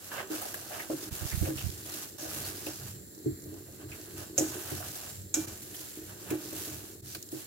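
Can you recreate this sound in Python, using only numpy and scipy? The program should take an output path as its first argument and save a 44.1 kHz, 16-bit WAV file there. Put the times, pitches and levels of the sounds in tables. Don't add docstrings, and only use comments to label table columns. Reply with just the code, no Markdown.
import sys
import numpy as np
from scipy import signal
from scipy.fft import rfft, irfft, next_fast_len
from scipy.io import wavfile
from scipy.ndimage import uniform_filter1d

SR = 44100
rng = np.random.default_rng(int(sys.argv[2]) if len(sys.argv) > 2 else 0)


def dump(signal):
    limited = np.clip(np.atleast_2d(signal).T, -1, 1)
    pcm = np.round(limited * 32767).astype(np.int16)
    wavfile.write(sys.argv[1], SR, pcm)


def nominal_scale(level):
    x = np.asarray(level, float) / 20
    return 10 ** x


N = 328986
T = np.arange(N) / SR

# (frequency [Hz], density [dB per Hz])
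GAS_SPECTRUM = [(30, -40), (60, -17), (115, -10.5), (300, -5), (600, -13.5), (1000, -36), (3000, -31),
                (6000, -21.5), (15800, -20.5)]
# (frequency [Hz], bandwidth [Hz], level [dB])
JET_WHISTLES = [(1820, 520, -6.5), (4260, 480, -4), (7400, 130, 8.5), (11600, 3000, -5), (14240, 500, -5)]
# (frequency [Hz], density [dB per Hz])
SIZZLE_SPECTRUM = [(1500, -30), (4000, -9), (6000, 1), (9000, -5), (15000, -10)]
# (time [s], peak [dB], length [ms])
PUFFS = [(1.12, -34.5, 24), (1.214, -32, 39), (1.254, -29.5, 23), (1.331, -33, 15), (1.342, -26.5, 24),
         (1.378, -25.5, 21), (1.414, -22, 29), (1.429, -31, 40), (1.56, -37.5, 29), (1.64, -28, 33),
         (1.665, -24.5, 24), (1.69, -32.5, 26)]
# (frequency [Hz], density [dB per Hz])
CRACKLE_SPECTRUM = [(300, -4.5), (600, -13), (1000, -14), (1500, -7), (2500, -7), (4300, -3.5), (6500, -1),
                    (8700, -3.5), (12500, -0.5), (15800, -5)]
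# (frequency [Hz], density [dB per Hz])
CRACK_SPECTRUM = [(500, -34), (1500, -18), (3000, -18), (4000, -15), (4650, -21), (5400, -5.5), (7000, 2),
                  (8000, -4.5), (9000, -11.5), (12000, -14), (16500, -19.5)]

# (frequency [Hz], level [dB], t60 [s])
HOB_MODES = [(61.7, -24, 0.13), (99.2, 0.5, 0.23), (127.6, -3.5, 0.27), (185.1, -12, 0.3)]
# (frequency [Hz], level [dB], t60 [s])
BOTTOM_MODES = [(135.7, 1.5, 0.18), (275, -17.5, 0.64), (313.7, 0, 0.22), (357, -4, 0.24),
                (419, -5.5, 0.17), (537, -4.5, 0.25), (610, -4, 0.15), (712, -8.5, 0.23),
                (828, -11.5, 0.23)]
# (frequency [Hz], level [dB], t60 [s])
WALL_MODES = [(630, 0, 0.019), (735, -5.5, 0.022), (960, -11, 0.014), (1204, 1, 0.013), (1496, -8.5, .04),
              (1691, -3, 0.021), (1950, -6.5, 0.016), (2270, -8.5, 0.024), (2730, -0.5, 0.01)]
# (frequency [Hz], level [dB], t60 [s])
RIM_MODES = [(1490, -23, 0.23), (2360, -14, 0.22), (2550, -8, 0.08), (3300, -14, 0.12), (3740, -14, 0.12),
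             (4050, -11, .06), (5040, -12.5, 0.097), (5450, -3, 0.083), (6340, 14, 0.08), (6780, 10, 0.11),
             (7700, -10, .08), (7040, 6, 0.08)]
# (frequency [Hz], level [dB], t60 [s])
BELL_MODES = [(851, -8, 0.57), (1330, -8.5, 0.3), (1475, -3, 0.46), (1780, -5, .26), (2355, 3.5, .47),
              (2570, -13, 0.42), (2950, -14, .3), (3246, -2, 0.35), (3666, -3, 0.12), (4050, -5, 0.45)]

# (time [s], peak [dB], deep mode [dB], upper modes [dB], decay stretch [ratio])
THUDS = [(0.303, -31, -25, -23, 1.2), (0.901, -26, -31, -9, 0.85), (0.929, -27.5, -17.5, -11, 0.99),
         (1.426, -29.5, -12, -15, 0.87), (1.475, -24.5, -6.5, -7.5, 1), (1.504, -30, -22, -14, 1.1),
         (2.228, -35, -20, -6, 1.5), (2.668, -32.5, -24, -5.5, 0.83), (3.261, -21.5, -9, -32, 1.2),
         (4.383, -23.5, -12, -3, 1), (4.409, -22, -20, -14, 1.6), (5.347, -40, -28, -9.5, 1.4),
         (5.369, -29, -21, -16.5, 1.2), (6.314, -23, -18, -29, 0.76), (6.339, -28, -26, -16.5, 1.15),
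         (7.33, -31, -19, -21, 0.89)]
# (time [s], peak [dB], deep mode [dB], upper modes [dB])
TOUCHES = [(0.335, -35, -26, -11), (1.225, -37, -2.5, -10), (3.459, -39.5, -12, -15),
           (3.529, -38.5, -24, -19), (3.684, -42, -7, -6), (3.84, -36, -10, -21), (4.136, -40.5, -11, -20),
           (4.717, -32, -8, -12), (5.441, -38, -22, -18), (5.472, -39, -18, -15), (5.974, -37.5, -20, -34),
           (6.021, -38.5, -27, -21), (6.528, -33, -27, -13.5), (6.676, -38, -16, -14.5),
           (7.354, -35, -15, -30)]
# (time [s], peak [dB], tail [dB], ring [dB])
CLACKS = [
    (4.3797, -14, -5.5, -9),
    (5.3418, -13, -12.5, -18),
    (6.306, -33.5, -14, -8),
]
# (time [s], level re strike [dB], length [ms], pitch [Hz])
BOUNCES = [(4.3793, -1, .5, 7200), (4.3815, -2, 1.0, 5900), (4.3848, 0, 1.8, 6700), (4.3875, -5, .8, 6200),
           (4.3893, -3, .7, 7000), (4.3962, -7, 1.2, 6000), (5.3420, -6, .6, 6300), (5.3430, 0, .7, 7300),
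           (5.3459, -2, .7, 6400), (5.3470, -4, .6, 7400), (5.3505, -13, 1.0, 6400), (5.354, -13, .8, 7000),
           (5.3565, -12, .9, 6500), (6.3072, 0, 1.5, 7200)]
# (time [s], peak [dB])
CHIMES = [
    (4.38, -45),
    (5.343, -36.5),
    (6.307, -43.5),
]
# (time [s], peak [dB], pitch [Hz], treble [dB])
SCUFFS = [(0.115, -35, 1500, -45), (0.183, -33, 1820, -48), (0.346, -49, 620, -32),
          (0.414, -34.5, 720, -32), (0.451, -40, 630, -45), (0.702, -38, 654, -44), (0.792, -32, 1950, -44),
          (1.313, -36, 1950, -48), (1.453, -36.5, 607, -39), (1.575, -34, 2980, -45.5),
          (2.195, -42, 564, -64), (2.25, -38, 587, -54), (3.916, -39.5, 2400, -56), (4.211, -45, 604, -57),
          (4.799, -37.5, 644, -36), (4.955, -47, 724, -35), (5.745, -54, 3260, -35),
          (7.315, -55, 630, -37.5), (1.605, -38, 2700, -47), (4.7, -44, 2000, -34), (4.82, -40, 1300, -48)]
# (time [s], peak [dB], pitch [Hz], treble [dB])
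TICKS = [(0.5420, -30.5, 1710, -28), (0.9005, -29.5, 660, -50), (2.3136, -38, 1280, -46),
         (2.6658, -34.5, 2700, -29.5), (6.3041, -35, 2200, -32), (7.1481, -32.5, 4500, -28.5),
         (7.149, -37, 2520, -53), (5.744, -38, 3250, -42), (4.9566, -40, 5850, -38), (.416, -36, 1290, -45),
         (.452, -37, 690, -42), (.190, -37, 1940, -45), (2.234, -42, 700, -42), (1.454, -37, 2550, -38),
         (2.668, -37, 610, -45)]
# (time [s], peak [dB], pitch [Hz], treble [dB])
CRUNCHES = [
    (2.1905, -35, 6100, -67),
    (2.44, -37, 4500, -53),
    (2.5656, -46, 4930, -60),
    (6.6894, -40, 6500, -66),
]
# (time [s], peak [dB], pitch [Hz], treble [dB])
DRAGS = [(.715, -35.5, 650, -44), (.72, -43, 2200, -50), (.13, -40, 1060, -50), (.555, -39, 630, -50),
         (0.33, -41, 1370, -48), (.908, -40, 1230, -60), (.795, -36, 1950, -48), (.185, -37, 1900, -50),
         (.79, -41, 650, -55), (.35, -41, 2700, -48), (.125, -42, 650, -55)]
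# (time [s], length [s], peak [dB], pitch [Hz], glide [share])
RUBS = [
    (2.425, .04, -39.5, 4300, .07),
    (1.9, .035, -47, 4100, 0.016),
    (2.565, .02, -45, 4850, .02),
    (5.12, .17, -43.5, 96, 0.01),
    (3.265, .09, -43, 61, -.1),
    (4.7, 0.084, -42, 91, 0.01),
    (0.23, 0.046, -42, 380, 0.01),
    (5.368, .045, -30, 312, 0.01),
    (.945, .035, -37, 312, .01),
]

# (time [s], level [dB])
PRESSURE = [(0, -68), (.25, -60), (.36, -51.5), (.75, -60.5), (.93, -49), (1.46, -54.5), (1.6, -53),
            (2.15, -55), (2.45, -52), (3.0, -57.5), (3.5, -49), (4.3, -53.5), (4.45, -46), (5.1, -60),
            (5.5, -53.5), (6.1, -56), (6.45, -48), (7.46, -60.5)]
# (time [s], length [s], level [dB])
ROCKS = [(1.127, 0.08, -45), (1.45, 0.2, -41.5), (1.68, 0.37, -49), (2.43, 0.3, -49.5), (2.887, 0.32, -49),
         (3.304, 0.1, -44.5), (3.443, 0.22, -52), (3.72, 0.29, -55), (3.9, 0.1, -47.5), (4.186, 0.27, -52),
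         (4.45, 0.16, -46), (4.8, 0.19, -47.5), (5.19, 0.24, -52.5), (5.432, 0.15, -49), (5.528, 0.28, -52),
         (6.084, 0.22, -55), (6.297, 0.071, -51), (6.55, 0.45, -56.5), (6.778, 0.14, -48),
         (7.1, 0.21, -55.5)]
# (time [s], length [s], crackle [dB], wall rasp [dB], change over sweep [dB])
SWEEPS = [(-.03, 0.11, -53, -57, 4), (0.081, 0.12, -49.5, -44.5, 0.5), (0.275, 0.28, -45, -48, -2),
          (0.544, 0.16, -50.5, -51.5, 4.5), (0.696, 0.15, -48, -47, 0), (0.863, 0.27, -47.5, -55, 0),
          (1.104, 0.38, -43.5, -51, 2.5), (1.53, 0.2, -45, -54.5, -5), (1.742, 0.12, -50.5, -64, 5),
          (1.838, 0.19, -44.5, -51.5, 1.5), (2.154, 0.33, -44, -51.5, 5), (2.5, 0.16, -49, -59, 2),
          (2.655, 0.22, -49.5, -54, 0.5), (3.862, 0.32, -54, -58.5, -2.5), (4.346, 0.43, -44, -49, 0.5),
          (4.81, 0.32, -47.5, -54, -5.5), (5.326, 0.16, -45.5, -49.5, -1.5), (5.49, 0.25, -52, -62.5, 2.5),
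          (5.718, .38, -49.5, -62.5, -5), (6.152, 0.15, -52, -58.5, 3), (6.362, 0.27, -47, -55.5, 8),
          (6.627, 0.28, -48, -57, -11), (7.02, .13, -50, -66, 1), (7.295, 0.12, -52, -59, 5)]
# (time [s], length [s], crackle [dB], wall rasp [dB])
NUDGES = [(0.025, 0.026, -48, -62), (2.846, .03, -46.5, -66), (3.44, 0.14, -64, -65),
          (3.545, 0.03, -57, -60), (3.64, .03, -65, -60), (3.71, .03, -56.5, -64), (3.774, 0.028, -59, -56),
          (4.144, 0.078, -48.5, -50.5), (4.86, 0.027, -56, -59), (4.962, 0.046, -51, -48.5),
          (5.118, 0.024, -50, -67), (6.059, 0.037, -53, -51.5), (6.274, 0.04, -46.5, -47)]
# (time [s], depth [dB], width [ms])
SCENE_CHANGES = [
    (1.103, -14, 12),
    (2.176, -12, 12),
    (5.465, -12, 14),
    (7.017, -14, 14),
]


def level(x, db):
    return x * nominal_scale(db) / np.sqrt(np.mean(x ** 2))


def colour(x, points):
    hz, db = np.transpose(points)
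    size = next_fast_len(x.shape[-1])
    f = np.maximum(np.arange(size // 2 + 1) * SR / size, 1)
    gain = nominal_scale(np.interp(np.log(f), np.log(hz), db))
    return irfft(rfft(x, size) * gain, size)[..., :x.shape[-1]]


def walk(rate_hz):
    hold = int(SR / rate_hz)
    steps = np.repeat(rng.standard_normal(N // hold + 1), hold)
    return 1.45 * uniform_filter1d(uniform_filter1d(steps, hold), hold)[:N]


def ring(x, modes, spread_rad_per_khz, stretch=0.84, detune=0.):
    out = np.zeros((2, len(x)))
    chance = rng.standard_normal((len(modes), 3))
    for (hz, db, t60_s), (turn, drift, start) in zip(modes, chance):
        decay = np.log(1000) / (t60_s * stretch * SR)
        pole = np.exp(2j * np.pi * hz * (1 + detune * drift) / SR - decay)
        z = signal.lfilter([np.exp(.7j * start)], [1, -pole], x)
        lean = np.exp(1j * spread_rad_per_khz * hz / 1000 * turn)
        out += nominal_scale(db) * np.imag([z * lean, z / lean])
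    return out


def grains(per_s, scatter_db):
    hit = rng.random(N) < per_s / SR
    size_db = scatter_db * np.minimum(rng.exponential(size=N), 4.5)
    return hit * rng.standard_normal(N) * nominal_scale(size_db)


def bowl(x, tail_ms):
    power = signal.lfilter([1], [1, -np.exp(-2000 / (tail_ms * SR))], x ** 2)
    return np.sqrt(power) * rng.standard_normal((2, len(x)))


def add(out, start_s, sound, peak_db):
    i = int(start_s * SR)
    sound = sound[:, :N - i]
    out[:, i:i + sound.shape[1]] += sound * nominal_scale(peak_db) / np.max(np.abs(sound.mean(0)))


def burner():
    gas = rng.standard_normal((2, N))
    whistles = np.zeros((2, N))
    for hz, width_hz, db in JET_WHISTLES:
        band = signal.lfilter(*signal.iirpeak(hz, hz / width_hz, SR), gas)
        whistles += nominal_scale(db) * band * nominal_scale(1.6 * walk(8))
    hiss = colour(rng.standard_normal((2, N)), GAS_SPECTRUM)
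    return level(whistles, -54) + level(hiss, -53.0)


def sizzle():
    bubbles = bowl(grains(45, 3.0), tail_ms=4.0)
    return level(colour(bubbles, SIZZLE_SPECTRUM), -62)


def draught():
    eddy_hz = 87.5
    side_gain = np.array([[.12], [1]])
    out, t = np.zeros((2, N)), T[:int(.2 * SR)]
    for s, db, length_ms in PUFFS:
        window = np.sin(np.pi * np.clip(t * 1000 / length_ms, 0, 1)) ** 2
        phase = 2 * np.pi * (eddy_hz * t + rng.random())
        phase = phase + np.array([[2 * np.pi * rng.random()], [0]])
        eddy = np.sin(phase) + 0.26 * np.sin(2 * phase + 1.6)
        add(out, s - .009, side_gain * window * eddy, db)
    return out


def chimes(out):
    tap = np.exp(-T[:int(.4 * SR)] / .0001)
    for s, db in CHIMES:
        add(out, s, ring(tap, BELL_MODES, 0.41, 1., 0.0011), db)


def rubs(out):
    for s, length_s, db, hz, glide in RUBS:
        along = T[:int(.2 * SR)] / length_s
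        jitter = uniform_filter1d(rng.standard_normal(len(along)), size=90)
        waver = 1 + 6 * min(hz / 4000, 1) * jitter
        phase = 2 * np.pi * hz * length_s * (along + glide * along ** 2 / 2) + rng.random((2, 1))
        add(out, s, np.sin(np.pi * np.minimum(along, 1)) * waver * np.sin(phase), db)


def scuffs(out):
    t_ms = T[:int(.16 * SR)] * 1000
    # (events, length [ms], rise [ms])
    kinds = (SCUFFS, 19, 7.7), (TICKS, 8.5, 0.23), (CRUNCHES, 51, 6.3), (DRAGS, 16, 16)
    for events, length_ms, rise_ms in kinds:
        shape = (1 - np.exp(-(t_ms / rise_ms) ** 2)) * np.exp(-t_ms / length_ms)
        for s, db, hz, treble_db in events:
            grit = rng.standard_normal((5, len(t_ms))) * shape
            start_s = s - 0.55 * rise_ms / 1000
            patch = signal.iirpeak(hz, 3.2, SR)
            pitched = signal.lfilter(*patch, signal.lfilter(*patch, grit[:2]))
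            add(out, start_s, pitched, db - 3.5)
            wall = ring(grit[2], WALL_MODES, 1.03, 0.79, 0.023)
            add(out, start_s, wall, min(db, treble_db + 9) - 7)
            spray = signal.lfilter([1, -.8], [1], grit[3:])
            add(out, start_s, spray, treble_db + 2)


def clacks(out):
    t = T[:int(.3 * SR)]
    for s, db, tail_db, ring_db in CLACKS:
        start_s = s - .0008
        chatter, pings = 0, 0
        for bounce_s, bounce_db, ms, hz in BOUNCES:
            late = t + start_s - bounce_s
            bounce = nominal_scale(bounce_db) * np.exp(-(late * 1000 / ms) ** 2)
            chatter = chatter + bounce
            pings = pings + bounce * np.sin(2 * np.pi * hz * late + [[.7], [-.7]])
        tail = np.exp(-t / 0.018) + 0.31 * np.exp(-t / 0.11)
        shape = 0.35 * chatter + nominal_scale(tail_db) * tail
        noise = rng.standard_normal((2, len(t))) + 0.65 * rng.standard_normal(len(t))
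        hiss = level(colour(noise, CRACK_SPECTRUM), 0)
        add(out, start_s, pings + hiss * shape, db)
        blow = rng.standard_normal(len(t)) * np.exp(-t / 0.00043)
        add(out, start_s, ring(blow, RIM_MODES, 0.37, 1.0, 0.0012), db + ring_db)


def thuds(out):
    touch_stretch, neighbour_stretch, upper_stretch = 0.97, 0.68, 0.54
    lean_db, slump_s = 0.9, 0.074
    t = T[:int(.35 * SR)]
    push = np.exp(-((t - .001) / 0.00042) ** 2)
    slump = 1 / (1 + (t / slump_s) ** 4)
    pan = nominal_scale([[lean_db / 2], [-lean_db / 2]])
    for s, db, deep_db, upper_db, stretch in THUDS + [touch + (touch_stretch,) for touch in TOUCHES]:
        deep = nominal_scale(deep_db + 5) * ring(push, BOTTOM_MODES[:1], 1.0, stretch, 0.0099)
        deep = deep * (1 - np.exp(-t / 0.011))
        body = ring(push, BOTTOM_MODES[1:3], 1.27, stretch, 0.0047)
        body = body + ring(push, BOTTOM_MODES[3:5], 1.25, neighbour_stretch, 0.01)
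        body = body * (1 - np.exp(-t / 0.0042))
        upper = ring(push, BOTTOM_MODES[5:], 1.88, upper_stretch * stretch, 0.022)
        upper = nominal_scale(upper_db + 10.0) * upper * (1 - np.exp(-t / 0.0025))
        add(out, s - .003, (deep + body + upper) * slump * pan, db)


def knocks():
    out = np.zeros((2, N))
    for add_contacts in thuds, clacks, scuffs, chimes, rubs:
        add_contacts(out)
    return out


def strokes(level_column, fall_s, sag_db_per_s):
    rise_s = 0.029
    power = 0
    for row in SWEEPS + [nudge + (0,) for nudge in NUDGES]:
        s, length_s, change_db = row[0], row[1], row[-1]
        t = np.maximum(T - s, 0)
        shape = (1 - np.exp(-(t / rise_s) ** 2)) * np.exp(-np.maximum(t - length_s, 0) / fall_s)
        along = np.minimum(t / length_s, 1) - .5
        stroke_db = row[level_column] + (change_db + sag_db_per_s * length_s) * along
        power = power + (shape * nominal_scale(stroke_db)) ** 2
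    return np.sqrt(power)


def stirring():
    turning = strokes(2, fall_s=0.064, sag_db_per_s=0)
    scraping = strokes(3, fall_s=0.064, sag_db_per_s=-6)
    pressure_db = np.interp(T, *np.transpose(PRESSURE))
    rocking = nominal_scale(-59.5)
    for s, length_s, db in ROCKS:
        rocking = rocking + nominal_scale(db) * np.exp(-((T - s) * 2 / length_s) ** 2)
    surge = walk(18)

    crackle = colour(bowl(grains(6000, 0.32), tail_ms=0.984), CRACKLE_SPECTRUM)
    air_band = signal.lfilter(*signal.iirpeak(5200, 2.2, SR), crackle)
    crackle += (nominal_scale(1.35 * walk(16)) - 1) * air_band
    rasp = ring(grains(2500, 0.76), WALL_MODES, 0.93)
    rasp = rasp + ring(grains(2500, 2.4), WALL_MODES, 1.86, 0.29, 0.046)
    drag = ring(grains(500, 2.43), BOTTOM_MODES[1:5], 1.0, 0.52)
    hob = ring(grains(900, 1.36), HOB_MODES, 1.5)

    out = level(crackle, 4.02) * turning * nominal_scale(0.5 * surge + 0.7 * walk(40))
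    out += level(rasp, 0.0) * scraping * nominal_scale(0.61 * surge + 1.8 * walk(25))
    out += level(drag, 0.15) * nominal_scale(pressure_db + 1.37 * walk(16))
    return out + level(hob, 0.25) * rocking


def scene():
    left_lean_db = -1.4
    bass_cut = signal.butter(3, 62, "high", fs=SR, output="sos")
    pot = signal.sosfilt(bass_cut, stirring() + knocks() + burner())
    return pot * nominal_scale([[left_lean_db / 2], [-left_lean_db / 2]]) + draught() + sizzle()


def top_cut(x):
    return signal.sosfilt(signal.butter(12, 16810, fs=SR, output="sos"), x)


def record(dry):
    dip_db = sum(db * np.exp(-((T - s) * 2000 / ms) ** 2) for s, db, ms in SCENE_CHANGES)
    mix = signal.sosfilt(signal.butter(2, 40, "high", fs=SR, output="sos"), dry)
    mix = signal.sosfilt(signal.ellip(10, .2, 36, 15830, fs=SR, output="sos"), mix)
    return top_cut(mix * nominal_scale(dip_db))


dry = scene()
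out = record(dry)
dump(out)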